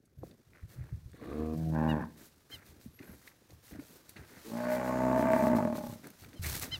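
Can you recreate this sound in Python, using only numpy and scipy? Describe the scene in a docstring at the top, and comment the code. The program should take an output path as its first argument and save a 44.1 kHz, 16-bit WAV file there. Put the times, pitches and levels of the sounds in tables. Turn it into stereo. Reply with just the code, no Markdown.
"""A dirt farm track with cattle: a short moo opens from a hum, then a long, rasping one runs down
into a creak. Each moo is a train of pulses from the vocal folds that rings in the throat, nose and
mouth. Feet thud and scuff on grit and dry straw, air buffets the microphone, and a high hiss swells
around each moo and at the end. A bird chirps nearby, faint whistles come and go, and the open
ground and trees give the calls a short echo."""
import sys
import numpy as np
from scipy import signal
from scipy.fft import rfft, irfft, next_fast_len
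from scipy.io import wavfile
from scipy.ndimage import uniform_filter1d

SR = 44100
rng = np.random.default_rng(int(sys.argv[2]) if len(sys.argv) > 2 else 0)


def store_wav(level_fs):
    """Save 16-bit WAV to argv[1]."""
    pcm = np.round(np.clip(np.atleast_2d(level_fs), -1, 1) * 32767)
    wavfile.write(sys.argv[1], SR, pcm.T.astype(np.int16))


N = 299418
TIME = np.arange(N) / SR
FFT_SIZE = next_fast_len(N + 64)
BINS_HZ = np.fft.rfftfreq(FFT_SIZE, 1 / SR)
GROUND_LAG_MS = .48  # sound from the ground reaches the left microphone this much later

# loudness of the short moo: (time [s], level [dB])
SHORT_LEVEL = [(1.2, -54.5), (1.33, -39), (1.41, -33.5), (1.58, -36), (1.72, -32), (1.81, -28.5),
               (1.92, -28), (2.03, -37.5), (2.06, -50.5), (2.14, -70)]
# pitch of each moo: (time [s], pitch [Hz])
SHORT_PITCH = [(1.2, 66), (1.3, 69), (1.38, 77.3), (1.52, 78.8), (1.61, 80.7), (1.77, 77.8), (1.88, 79.6),
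               (1.98, 74.6), (2.05, 63)]
LONG_PITCH = [(4.48, 54.9), (4.6, 60), (4.82, 63.1), (5.2, 63.7), (5.44, 67), (5.57, 56.5), (5.645, 40.5),
              (5.78, 35.8), (5.95, 32.5)]
# mouth in the short moo: (time [s], shape [0 lips parted, 1 shut, 2 wide open])
MOUTH_SHAPE = [(1.3, 0.15), (1.54, 0.13), (1.59, 1.17), (1.7, 0.97), (1.76, 1.63), (1.82, 1.69),
               (2.05, 1.6)]
# how each mouth shape colours the voice: (frequency [Hz], gain [dB])
LIPS_PARTED = [(30, -19), (79, -4.5), (157, -23), (236, -0.5), (315, -7), (392, -14.5), (470, -4),
               (550, -22), (710, -19.5), (800, -35.5), (1180, -25.5), (1400, -46), (2200, -41.5),
               (8000, -75)]
MOUTH_SHUT = [(40, -39), (80, -6.5), (160, -0.5), (240, -10.5), (320, -12), (400, -22), (640, -24.5),
              (720, -22), (850, -45), (1200, -58), (8000, -67)]
MOUTH_OPEN = [(30, -23), (79, -23.5), (158, -3.5), (237, 5.5), (316, -7.5), (395, -10.5), (630, -7),
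              (710, -20), (790, -5.5), (1030, -13), (1300, -32.5), (1580, -18), (2030, -25.5), (2400, -36),
              (8000, -68)]
# air leaking through the vocal folds: (frequency [Hz], gain [dB])
BREATH_TONE = [(100, -0.5), (600, 4), (1300, 16), (2500, 13.5)]
# how hard the long moo is pushed: (time [s], effort [dB], jaw opening [0-1])
LONG_EFFORT = [(4.46, -61, 0), (4.52, -42.5, 0), (4.58, -37, 0.7), (4.7, -34, 0.98), (5.08, -27, 0.35),
               (5.33, -30, 0.7), (5.48, -27.5, 0.32), (5.61, -27, 0.34), (5.68, -34, 0.3),
               (5.85, -42, 0.37), (5.96, -52.5, 0)]
# throat in the long moo: (time [s], roughness [0-1], mouth's shift of the resonances [factor])
LONG_THROAT = [(4.48, 0.43, 0.87), (4.62, 0.41, 0.95), (4.8, 0.1, 0.92), (5.0, 0.06, 0.95),
               (5.2, 0.5, 0.98), (5.38, 0.94, 0.978), (5.6, 0.39, 0.94), (5.95, 0.5, 0.9)]
# moments when the vocal folds slam hardest: (time [s], relative strength [dB])
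SLAMS = [(5.194, 4), (5.226, 5), (5.303, 4), (5.334, 8.5), (5.424, 4), (5.469, 6), (5.651, 4)]
# resonances in the long moo's low, middle and high band: (frequency [Hz], width [Hz], gain [dB])
NASAL_BOOM = [(135, 220, -7), (213, 22, 6), (248, 36, 19.5), (335, 150, -5)]
VOWEL = [(550, 47, -19), (652.3, 26, 14), (902, 47, 5), (1147, 18, -1.5)]
RASP = [(1600, 80, 8), (1720, 560, 7), (2010, 99, 0), (2400, 50, -18)]
# soft tissue damps what lies outside each band, one list a band: (frequency [Hz], gain [dB])
TISSUE = [[(15, -45), (30, -26), (65, -8), (125, -4.5), (500, -10.5), (1200, -28), (3000, -24)],
          [(150, -21.5), (450, -0.5), (1250, -5), (2000, -23.5), (4000, -50.5)],
          [(600, -28), (1400, 21.5), (2450, 23.5), (2800, 20), (5000, 16)]]
# each band's share of the effort: (with the jaw shut [dB], with it wide open [dB])
JAW_SHARE = [(0.5, -6.5), (-4.5, 0), (-25.5, -8)]
# how far the left microphone leads in each moo: (frequency [Hz], phase [radians])
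SHORT_LEAD = [(0, 0.5), (1720, 0.34), (2930, 8.5), (7490, 4), (15200, 21), (16200, -3)]
LONG_LEAD = [(0, 0.5), (1380, -0.58), (6200, -4), (11800, -11), (14600, -4), (16200, -0.7)]

# steps: (time [s], length [s], relative footfall level [dB], relative scuff level [dB])
STEPS = [(0.211, 0.096, -57, -72), (0.543, 0.057, -72, -58.5), (0.694, 0.22, -61.5, -62),
         (1.129, 0.11, -54, -62), (1.209, 0.21, -47.5, -54), (2.157, 0.064, -56.5, -61.5),
         (2.496, .13, -64.5, -58), (2.68, 0.11, -64, -70.5), (2.999, 0.14, -54.5, -56.5),
         (3.206, 0.12, -88, -64), (3.495, 0.018, -64, -87), (3.708, 0.088, -52, -55.5),
         (3.887, 0.11, -61, -73), (4.157, 0.065, -58.5, -51.5), (4.279, 0.11, -59, -56.5),
         (4.446, 0.05, -69, -74), (6.031, 0.029, -51.5, -55), (6.216, 0.081, -62.5, -64),
         (6.319, 0.046, -52.5, -62), (6.432, 0.12, -50.5, -62), (6.64, 0.023, -53, -50),
         (6.698, 0.06, -59, -52)]
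# dull thuds of feet: (time [s], relative level [dB], pitch [Hz])
THUDS = [(0.186, -55, 115), (0.634, -35, 80.7), (0.785, -34, 123), (0.926, -33, 128), (1.058, -35, 81),
         (2.858, -37, 231), (3.092, -42.5, 192), (3.724, -40, 156), (3.789, -32.5, 286),
         (6.394, -29.5, 81.6)]
# a hoof knocks a stone: (time [s], relative level [dB])
KNOCKS = [(.231, -36), (3.497, -53), (3.52, -53)]
# the ring of a knock: (frequency [Hz], gain [dB], time to fade by 60 dB [s])
KNOCK_RING = [(330, -5, .04), (500, 1, .025), (760, 1, .02), (1060, -1, .022)]
# snapping straw and crushed grit: (time [s], relative level [dB], centre [Hz], rise time [s])
SNAPS = [(.052, -67.5, 7950, 0.0039), (0.261, -70, 1270, .0025), (0.311, -56.5, 3160, 0.0017),
         (.5335, -55, 1480, 0.00095), (1.116, -60.5, 6500, 0.0012), (2.9888, -52, 2170, 0.0027),
         (3.027, -52.5, 1980, 0.0022), (3.274, -47.5, 2110, 0.0027), (3.5052, -55, 4630, 0.0013),
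         (3.6788, -57, 1610, 0.0014), (4.092, -42.5, 10100, .0015), (4.1622, -49.5, 2370, 0.0059),
         (6.045, -53, 1590, .003), (6.0708, -41.5, 12100, 0.0009), (6.102, -47.5, 13400, .0015),
         (6.245, -47.5, 2340, .0013), (6.331, -53, 2510, 0.00084), (6.434, -41.5, 1920, 0.017),
         (6.5443, -39.5, 1850, 0.0042), (6.5966, -30, 12600, 0.00073), (6.6316, -41, 1760, 0.0035)]
# pushes of air: (time [s], length [s], relative level [dB])
GUSTS = [(.17, .07, -51), (.45, 0.045, -61.5), (.61, 0.058, -52), (.75, 0.065, -43.5), (.91, 0.033, -42),
         (1.01, 0.11, -56), (2.52, 0.031, -54.5), (2.68, 0.014, -51), (2.84, 0.019, -49.5),
         (3.08, 0.024, -52), (3.51, 0.023, -55), (3.71, 0.025, -52), (4.18, .03, -54.5), (5.87, 0.014, -43),
         (6.2, 0.094, -57), (6.39, .2, -41.5), (6.68, 0.16, -50)]
# a steady high hiss swells around each moo and again at the end: (time [s], relative level [dB])
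HISS_LEVEL = [(0, -84), (.3, -74.5), (1.1, -71.5), (1.65, -62.5), (2.36, -69.5), (3.45, -69.5),
              (4.3, -63.5), (4.55, -55), (5.45, -59.5), (5.7, -60.5), (6.3, -65.5), (6.79, -56)]
# feet brush through straw: (time [s], length [s], relative level [dB], left minus right [dB])
BRUSHES = [(0.216, 0.077, -75, -5), (0.672, 0.069, -67, 1), (1.555, .025, -63, 8), (1.869, .03, -61.5, 1),
           (2.159, 0.11, -64, 1.5), (2.488, 0.064, -60.5, 4), (2.638, 0.063, -64.5, 6),
           (2.79, 0.065, -68, 3), (3.004, 0.27, -72, -3), (3.238, 0.044, -65.5, 3), (3.486, 0.038, -69, 7),
           (3.621, .1, -64, 4), (3.78, 0.19, -65.5, 3), (4.08, .025, -64, 5), (4.243, 0.21, -71, 2),
           (4.44, 0.071, -60, 5), (4.687, 0.064, -52, 5.5), (4.83, 0.059, -61.5, 9), (5.158, 0.068, -57, 8),
           (5.289, 0.19, -56, 6.5), (5.546, 0.016, -50, 7), (5.736, 0.043, -55.5, 6.5),
           (5.8, .14, -61, 3.5), (6.01, 0.043, -77.5, -20), (6.17, 0.069, -63.5, 5.5),
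           (6.413, 0.16, -45, 0), (6.6, 0.026, -41.5, 1)]
# tone of each noise; the hiss is duller than the crunch: (frequency [Hz], gain [dB])
FOOTFALL_TONE = [(25, -75), (90, -12.5), (170, -8.5), (290, -5), (450, -11.5), (700, -17), (1500, -56)]
SCUFF_TONE = [(100, -51), (400, -5.5), (650, -3), (1000, 0.5), (1600, -1.5), (2300, -14), (2900, -12),
              (4500, -27)]
BUFFET_TONE = [(15, -27), (35, -18), (70, 1.5), (120, -0.5), (170, -7), (300, -54)]
HISS_TONE = [(1500, 4), (2800, -0.5), (4200, 0.5), (6000, -1.5), (8000, -6), (10300, -6), (12500, -3.5),
             (15500, -6)]
CRUNCH_TONE = [(1500, 1.5), (2800, -1), (4200, 1), (6000, -1), (8000, -2.5), (10300, -3.5), (12500, 1),
               (15500, -2)]
# extra treble at the right microphone, which faces the ground: (frequency [Hz], gain [dB])
RIGHT_TREBLE = [(3000, 3), (9000, 7.5), (13000, 5)]

# chirps: (time [s], top pitch [Hz], level [dB], treble tilt [dB per octave])
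CHIRPS = [(1.875, 963, -44, -10), (2.506, 1057, -45, 7.5), (6.345, 1050, -58.5, 16),
          (6.707, 1041, -34.5, 8)]
# course of one chirp: (time from its start [s], share of top pitch [0-1], gain [dB])
CHIRP_ARCH = [(0, .9, -30), (.008, .94, -16), (.014, .99, -5), (.024, 1, -1), (.038, .98, 1),
              (.047, .93, -5), (.06, .85, -16), (.073, .81, -40)]
# how the bird's throat colours a chirp: (frequency [Hz], gain [dB])
BIRD_THROAT = [(1000, -38), (2050, 2.5), (3050, 11), (4200, -1), (5200, -8.5), (6400, -18), (8300, -28),
               (9500, -26), (12000, -38)]
# fuzzy whistles: (time [s], length [s], start pitch [Hz], end pitch [Hz], width [Hz], level [dB])
WHISTLES = [(.16, .07, 10900, 12900, 300, -74), (1.0, .6, 3950, 3850, 1200, -73),
            (2.9, .13, 11200, 12000, 600, -68), (3.0, .19, 11700, 11700, 1400, -65),
            (4.43, .1, 330, 470, 160, -50), (4.6, .12, 4500, 4450, 400, -63),
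            (4.68, .55, 6900, 6900, 900, -67)]
# echo of the open ground and trees: (frequency [Hz], time to fade by 60 dB [s])
ECHO_DECAY = [(150, 0.62), (600, 0.41), (2000, 0.27), (8000, 0.028)]


def long_moo():
    """Slow, hard pulses ring the nose and the open mouth, then slow down to single creaks."""
    pitch, = curves(LONG_PITCH)
    rough, mouth = curves(LONG_THROAT)
    effort_db, jaw = curves(LONG_EFFORT)
    pulses = vocal_folds(pitch, jitter=.022 * rough, shimmer_db=2.5 * rough,
                         air=.16 + .16 * rough, puff_s=.01)
    # turn the ordinary beats down where a slam takes their place
    pulses *= 1 - .75 * sum(np.exp(-((TIME - s) / .009) ** 4) for s, _ in SLAMS)
    gate = during(LONG_EFFORT)
    voice = np.zeros(N)
    bands = zip([NASAL_BOOM, VOWEL, RASP], TISSUE, JAW_SHARE, [.6, .9, 1.4])
    for resonances, tissue, (shut_db, open_db), bite in bands:
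        beats = pulses.copy()
        for s, db in SLAMS:  # a slam bites hardest in the high band
            add(beats, s, amp([bite * db]) * np.sqrt(SR / np.interp(s, TIME, pitch)))
        ring = sum(amp(db) * resonate(beats, hz * mouth, width) for hz, width, db in resonances)
        ring = colour(ring, tissue)
        level_db = effort_db + shut_db + (open_db - shut_db) * jaw
        voice += ring / np.std(ring[gate > 0]) * amp(level_db) * gate
    return lead_left(voice, LONG_LEAD) + amp(-15) * echo(voice)


def short_moo():
    """Clean pulses pass through parted lips, a closed hum, then an open mouth; both ends fray."""
    pitch, = curves(SHORT_PITCH)
    level_db, = curves(SHORT_LEVEL)
    shape, = curves(MOUTH_SHAPE)
    slack = np.clip((76 - pitch) / 10, 0, 1)  # slack folds beat unevenly and leak air
    pulses = vocal_folds(pitch, jitter=.002 + .04 * slack, shimmer_db=.8,
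                         air=.14 + 1.5 * slack ** 2, puff_s=.008)
    voice = sum(unit(colour(pulses, tone)) * np.maximum(1 - abs(shape - k), 0)
                for k, tone in enumerate([LIPS_PARTED, MOUTH_SHUT, MOUTH_OPEN]))
    power = uniform_filter1d(uniform_filter1d(voice ** 2, size=1700), size=1700)
    voice /= np.sqrt(abs(power) + 1e-9)  # even out the loudness before shaping it
    voice *= amp(level_db) * during(SHORT_LEVEL)
    return lead_left(voice, SHORT_LEAD) + amp(-19) * echo(voice)


def vocal_folds(pitch, jitter, shimmer_db, air, puff_s):
    """Each time the folds shut they make a sharp pulse, followed by a puff of air."""
    cycles = np.cumsum(pitch) / SR + jitter * wander(30)  # uneven timing
    pulses = np.diff(np.floor(np.maximum.accumulate(cycles)), prepend=0)
    pulses *= amp(shimmer_db * wander(40)) * np.sqrt(SR / pitch)  # uneven strength
    puffs = fade_after(pulses, puff_s) * rng.standard_normal(N)
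    return pulses + air * colour(unit(puffs), BREATH_TONE, size=1024)


def footsteps():
    """A foot lands, drags over the dirt with fading pressure, and lifts."""
    footfall = amp(2) * grainy(FOOTFALL_TONE, grain_db=3, shared=.87, flutter_db=4, flutter_hz=38.4)
    scuff = amp(-1) * grainy(SCUFF_TONE, grain_db=5.5, shared=.75, flutter_db=4, flutter_hz=130)
    scuff += pebbles()
    s, length, footfall_db, scuff_db = np.transpose(STEPS)
    weight, drag = (swells(zip(s, length, db), attack_s=.005, change_db=-1, release_s=.04)
                    for db in (footfall_db, scuff_db))
    # a faint stir remains between steps
    return footfall * np.hypot(weight, amp(-70)) + scuff * np.hypot(drag, amp(-82.5))


def pebbles(ticks_per_s=130, width_hz=630):
    """Small stones of three pitches grind under a sole, each with a short tick."""
    ticks = np.zeros(N)
    for hz in (950, 1330, 1900):
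        hits = rng.standard_normal(N) * (rng.random(N) < ticks_per_s / SR)
        ticks += resonate(resonate(hits, hz, 2 * width_hz), hz, width_hz)
    return amp(-6) * delay_left(unit(ticks), GROUND_LAG_MS)


def foot_impacts(thud_s=.0042):
    """Feet thud on packed earth, a hoof knocks a stone, straws snap."""
    out, t = np.zeros(N), np.arange(SR // 8) / SR
    for s, db, hz in THUDS:
        thud = t / thud_s * np.exp(1 - t / thud_s) * np.sin(2 * np.pi * hz * t)
        add(out, s, amp(db - 1.5) * thud)
    contact = 1 - np.exp(-(t / .0016) ** 2)  # hoof meets stone softly
    ring = sum(amp(db - 60 * t / fade_s) * np.sin(2 * np.pi * hz * t) for hz, db, fade_s in KNOCK_RING)
    for s, db in KNOCKS:
        add(out, s, amp(db + 8.5) * contact * ring)
    for s, db, hz, rise_s in SNAPS:
        crack = unit(resonate(resonate(rng.standard_normal(len(t)), hz, hz), hz, hz))
        add(out, s, amp(db + .5) * crack * t / rise_s * np.exp(1 - t / rise_s))
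    return delay_left(out, GROUND_LAG_MS) * amp([[-2], [1]])


def straw_and_hiss(breaks_per_s=3, pan_db=2):
    """Over a high hiss, stalks break at random and feet brushing the straw make a bright crunch."""
    hiss = amp(1.5) * grainy(HISS_TONE, grain_db=1.5, shared=.033, flutter_db=1.5, flutter_hz=57.5)
    crunch = amp(4) * grainy(CRUNCH_TONE, grain_db=3, shared=.16, flutter_db=1.5, flutter_hz=110)
    hiss_gain = amp(curves(HISS_LEVEL)[0])
    breaks = 1. * (rng.random(N) < breaks_per_s / SR)
    crackle = hiss_gain * amp(4) * fade_after(breaks, .001)
    s, length, db, brush_pan_db = np.transpose(BRUSHES)
    ears = []
    for ear, side in enumerate([.5, -.5]):
        rows = zip(s, length, db + side * brush_pan_db)
        brushes = swells(rows, attack_s=.027, change_db=2, release_s=.023)
        steady = hiss[ear] * hiss_gain * amp(side * pan_db)
        ears.append(steady + crunch[ear] * np.hypot(brushes, crackle))
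    left, right = ears
    return np.array([left, colour(right, RIGHT_TREBLE, size=256)])


def air_buffet():
    """Air pushes on the microphone as it swings, making low rumbles."""
    rumble = amp(2) * grainy(BUFFET_TONE, grain_db=3.5, shared=.48, flutter_db=.5, flutter_hz=37.6)
    gusts = swells(GUSTS, attack_s=.017, change_db=0, release_s=.042)
    return rumble * np.hypot(gusts, amp(-72))  # a faint stir remains between gusts


def bird(wobble=.007):
    """Short chirps rise and fall in pitch; the throat favours the third harmonic."""
    out = np.zeros(N)
    at, arch, swell_db = np.transpose(CHIRP_ARCH)
    t = np.arange(0, at[-1], 1 / SR)
    for s, top_hz, db, tilt_db in CHIRPS:
        hz = top_hz * np.interp(t, at, arch) * (1 + wobble * wander(300)[:len(t)])
        phase = 2 * np.pi * np.cumsum(hz) / SR
        call = sum(amp(read(BIRD_THROAT, k * hz) + tilt_db * np.log2(k / 3)) * np.sin(k * phase)
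                   for k in range(1, 12))
        add(out, s, amp(db + np.interp(t, at, swell_db)) * unit(call))
    return delay_left(out, lag_ms=.04) + amp(-21) * echo(out)


def whistles():
    """Faint tones, blurred by noise into airy whistles, swell and fade."""
    out = np.zeros((2, N))
    for s, length, start_hz, end_hz, width, db in WHISTLES:
        n = int(length * SR)
        tone = np.sin(2 * np.pi * np.cumsum(np.linspace(start_hz, end_hz, n)) / SR)
        fuzz = wander(width / 2)[:2 * n].reshape(2, n)
        add(out, s, amp(db) * unit(tone * fuzz * np.hanning(n)))
    return out


def echo(x, size=32768):
    """Ground, bank and trees scatter a sound back from four directions; the treble fades first."""
    lags_ms = GROUND_LAG_MS * np.linspace(-1, 1, num=4)
    shape = (len(lags_ms), size)
    bounces = rng.standard_normal(shape) * (rng.random(shape) < .02) * (np.arange(size) > .003 * SR)
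    hz, t, spectra = signal.stft(bounces, SR, nperseg=256)
    decay = amp(-60 * t / read(ECHO_DECAY, hz)[:, None])
    tails = signal.istft(spectra * decay, SR, nperseg=256)[1]
    left = sum(np.roll(tail, round(lag * SR / 1000)) for tail, lag in zip(tails, lags_ms))
    ears = np.array([left, tails.sum(0)]) / np.linalg.norm(tails)
    return signal.fftconvolve(x[None], ears, axes=1)[:, :N]


def grainy(tone, grain_db, shared, flutter_db, flutter_hz):
    """Stereo noise of uneven grains in clumps; `shared` (0-1) is the part both sides hear."""
    grains = amp(grain_db * wander(1500) + flutter_db * wander(flutter_hz))
    direct, *scattered = (unit(colour(noise * grains, tone)) for noise in rng.standard_normal((3, N)))
    both_sides = np.sqrt(shared) * delay_left(direct, GROUND_LAG_MS)
    return both_sides + np.sqrt(1 - shared) * np.array(scattered)


def swells(rows, attack_s, change_db, release_s):
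    """Loudness curve of events that rise, drift by change_db while they last, and die away."""
    power, t = np.zeros(N), np.arange(SR // 2) / SR
    for s, length, db in rows:
        held = np.minimum(t / attack_s, 1) * amp(db + change_db * np.minimum(t / length, 1))
        add(power, s, (held * np.exp(-np.maximum(t - length, 0) / release_s)) ** 2)
    return np.sqrt(power)


def delay_left(x, lag_ms):
    """Sound reaches the left microphone later than the right."""
    return np.array([np.roll(x, round(lag_ms * SR / 1000)), x])


def lead_left(x, lead):
    """The two microphones hear a voice out of step, by an amount that depends on frequency."""
    left = irfft(rfft(x, FFT_SIZE) * np.exp(1j * read(lead, BINS_HZ)), FFT_SIZE)[:N]
    return np.array([left, x])


def colour(x, tone, size=8192):
    """Gives a sound a tone, with a filter that rings only after the sound arrives."""
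    log_gain = np.log(amp(read(tone, abs(np.fft.fftfreq(size, 1 / SR)))))
    response = np.fft.ifft(np.exp(np.conj(signal.hilbert(log_gain)))).real
    return signal.oaconvolve(x, response[:size // 2])[:N]


def resonate(x, hz, width):
    """Rings around one frequency, which may glide."""
    turn = np.exp(2j * np.pi * np.cumsum(hz * np.ones(len(x))) / SR)
    decay = np.exp(-np.pi * width / SR)
    return 2 * (turn * signal.lfilter([1 - decay], [1, -decay], x / turn)).real


def fade_after(pulses, decay_s):
    """Gives each pulse a fading tail."""
    return signal.lfilter([1], [1, -np.exp(-1 / (decay_s * SR))], pulses)


def wander(hz):
    """A random wobble, no faster than hz."""
    return unit(irfft(rfft(rng.standard_normal(FFT_SIZE)) * (BINS_HZ < hz), FFT_SIZE)[:N])


def read(points, hz):
    """Looks up a table's value at a frequency, on a log scale."""
    table_hz, value = np.transpose(points)
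    return np.interp(np.log(hz + 1), np.log(table_hz + 1), value)


def curves(rows):
    """Turns a table's columns into curves over time."""
    s, *columns = np.transpose(rows)
    return [np.interp(TIME, s, column) for column in columns]


def during(rows, fade_s=.013):
    """One while a table lasts, fading to zero outside."""
    return np.clip(np.minimum(TIME - rows[0][0], rows[-1][0] - TIME) / fade_s + 1, 0, 1)


def add(mix, s, sound):
    """Mixes a sound in at s seconds."""
    part = mix[..., max(round(s * SR), 0):][..., :sound.shape[-1]]
    part += sound[..., :part.shape[-1]]


def amp(db):
    """Decibels to gain."""
    return 10 ** (np.asarray(db) / 20)


def unit(x):
    """Scales to an average (rms) level of 1."""
    return x / np.sqrt(np.mean(x ** 2) + 1e-20)


def scene():
    """Everything on the track."""
    moos = short_moo() + long_moo()
    return moos + air_buffet() + footsteps() + straw_and_hiss() + foot_impacts() + bird() + whistles()


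def record(dry, cutoff_hz=15850):
    """Cuts off the highest treble."""
    lowpass = signal.firwin(511, cutoff_hz, window=("kaiser", 9), fs=SR)
    return signal.oaconvolve(dry, lowpass[None], "same")


dry = scene()
out = record(dry)
store_wav(out)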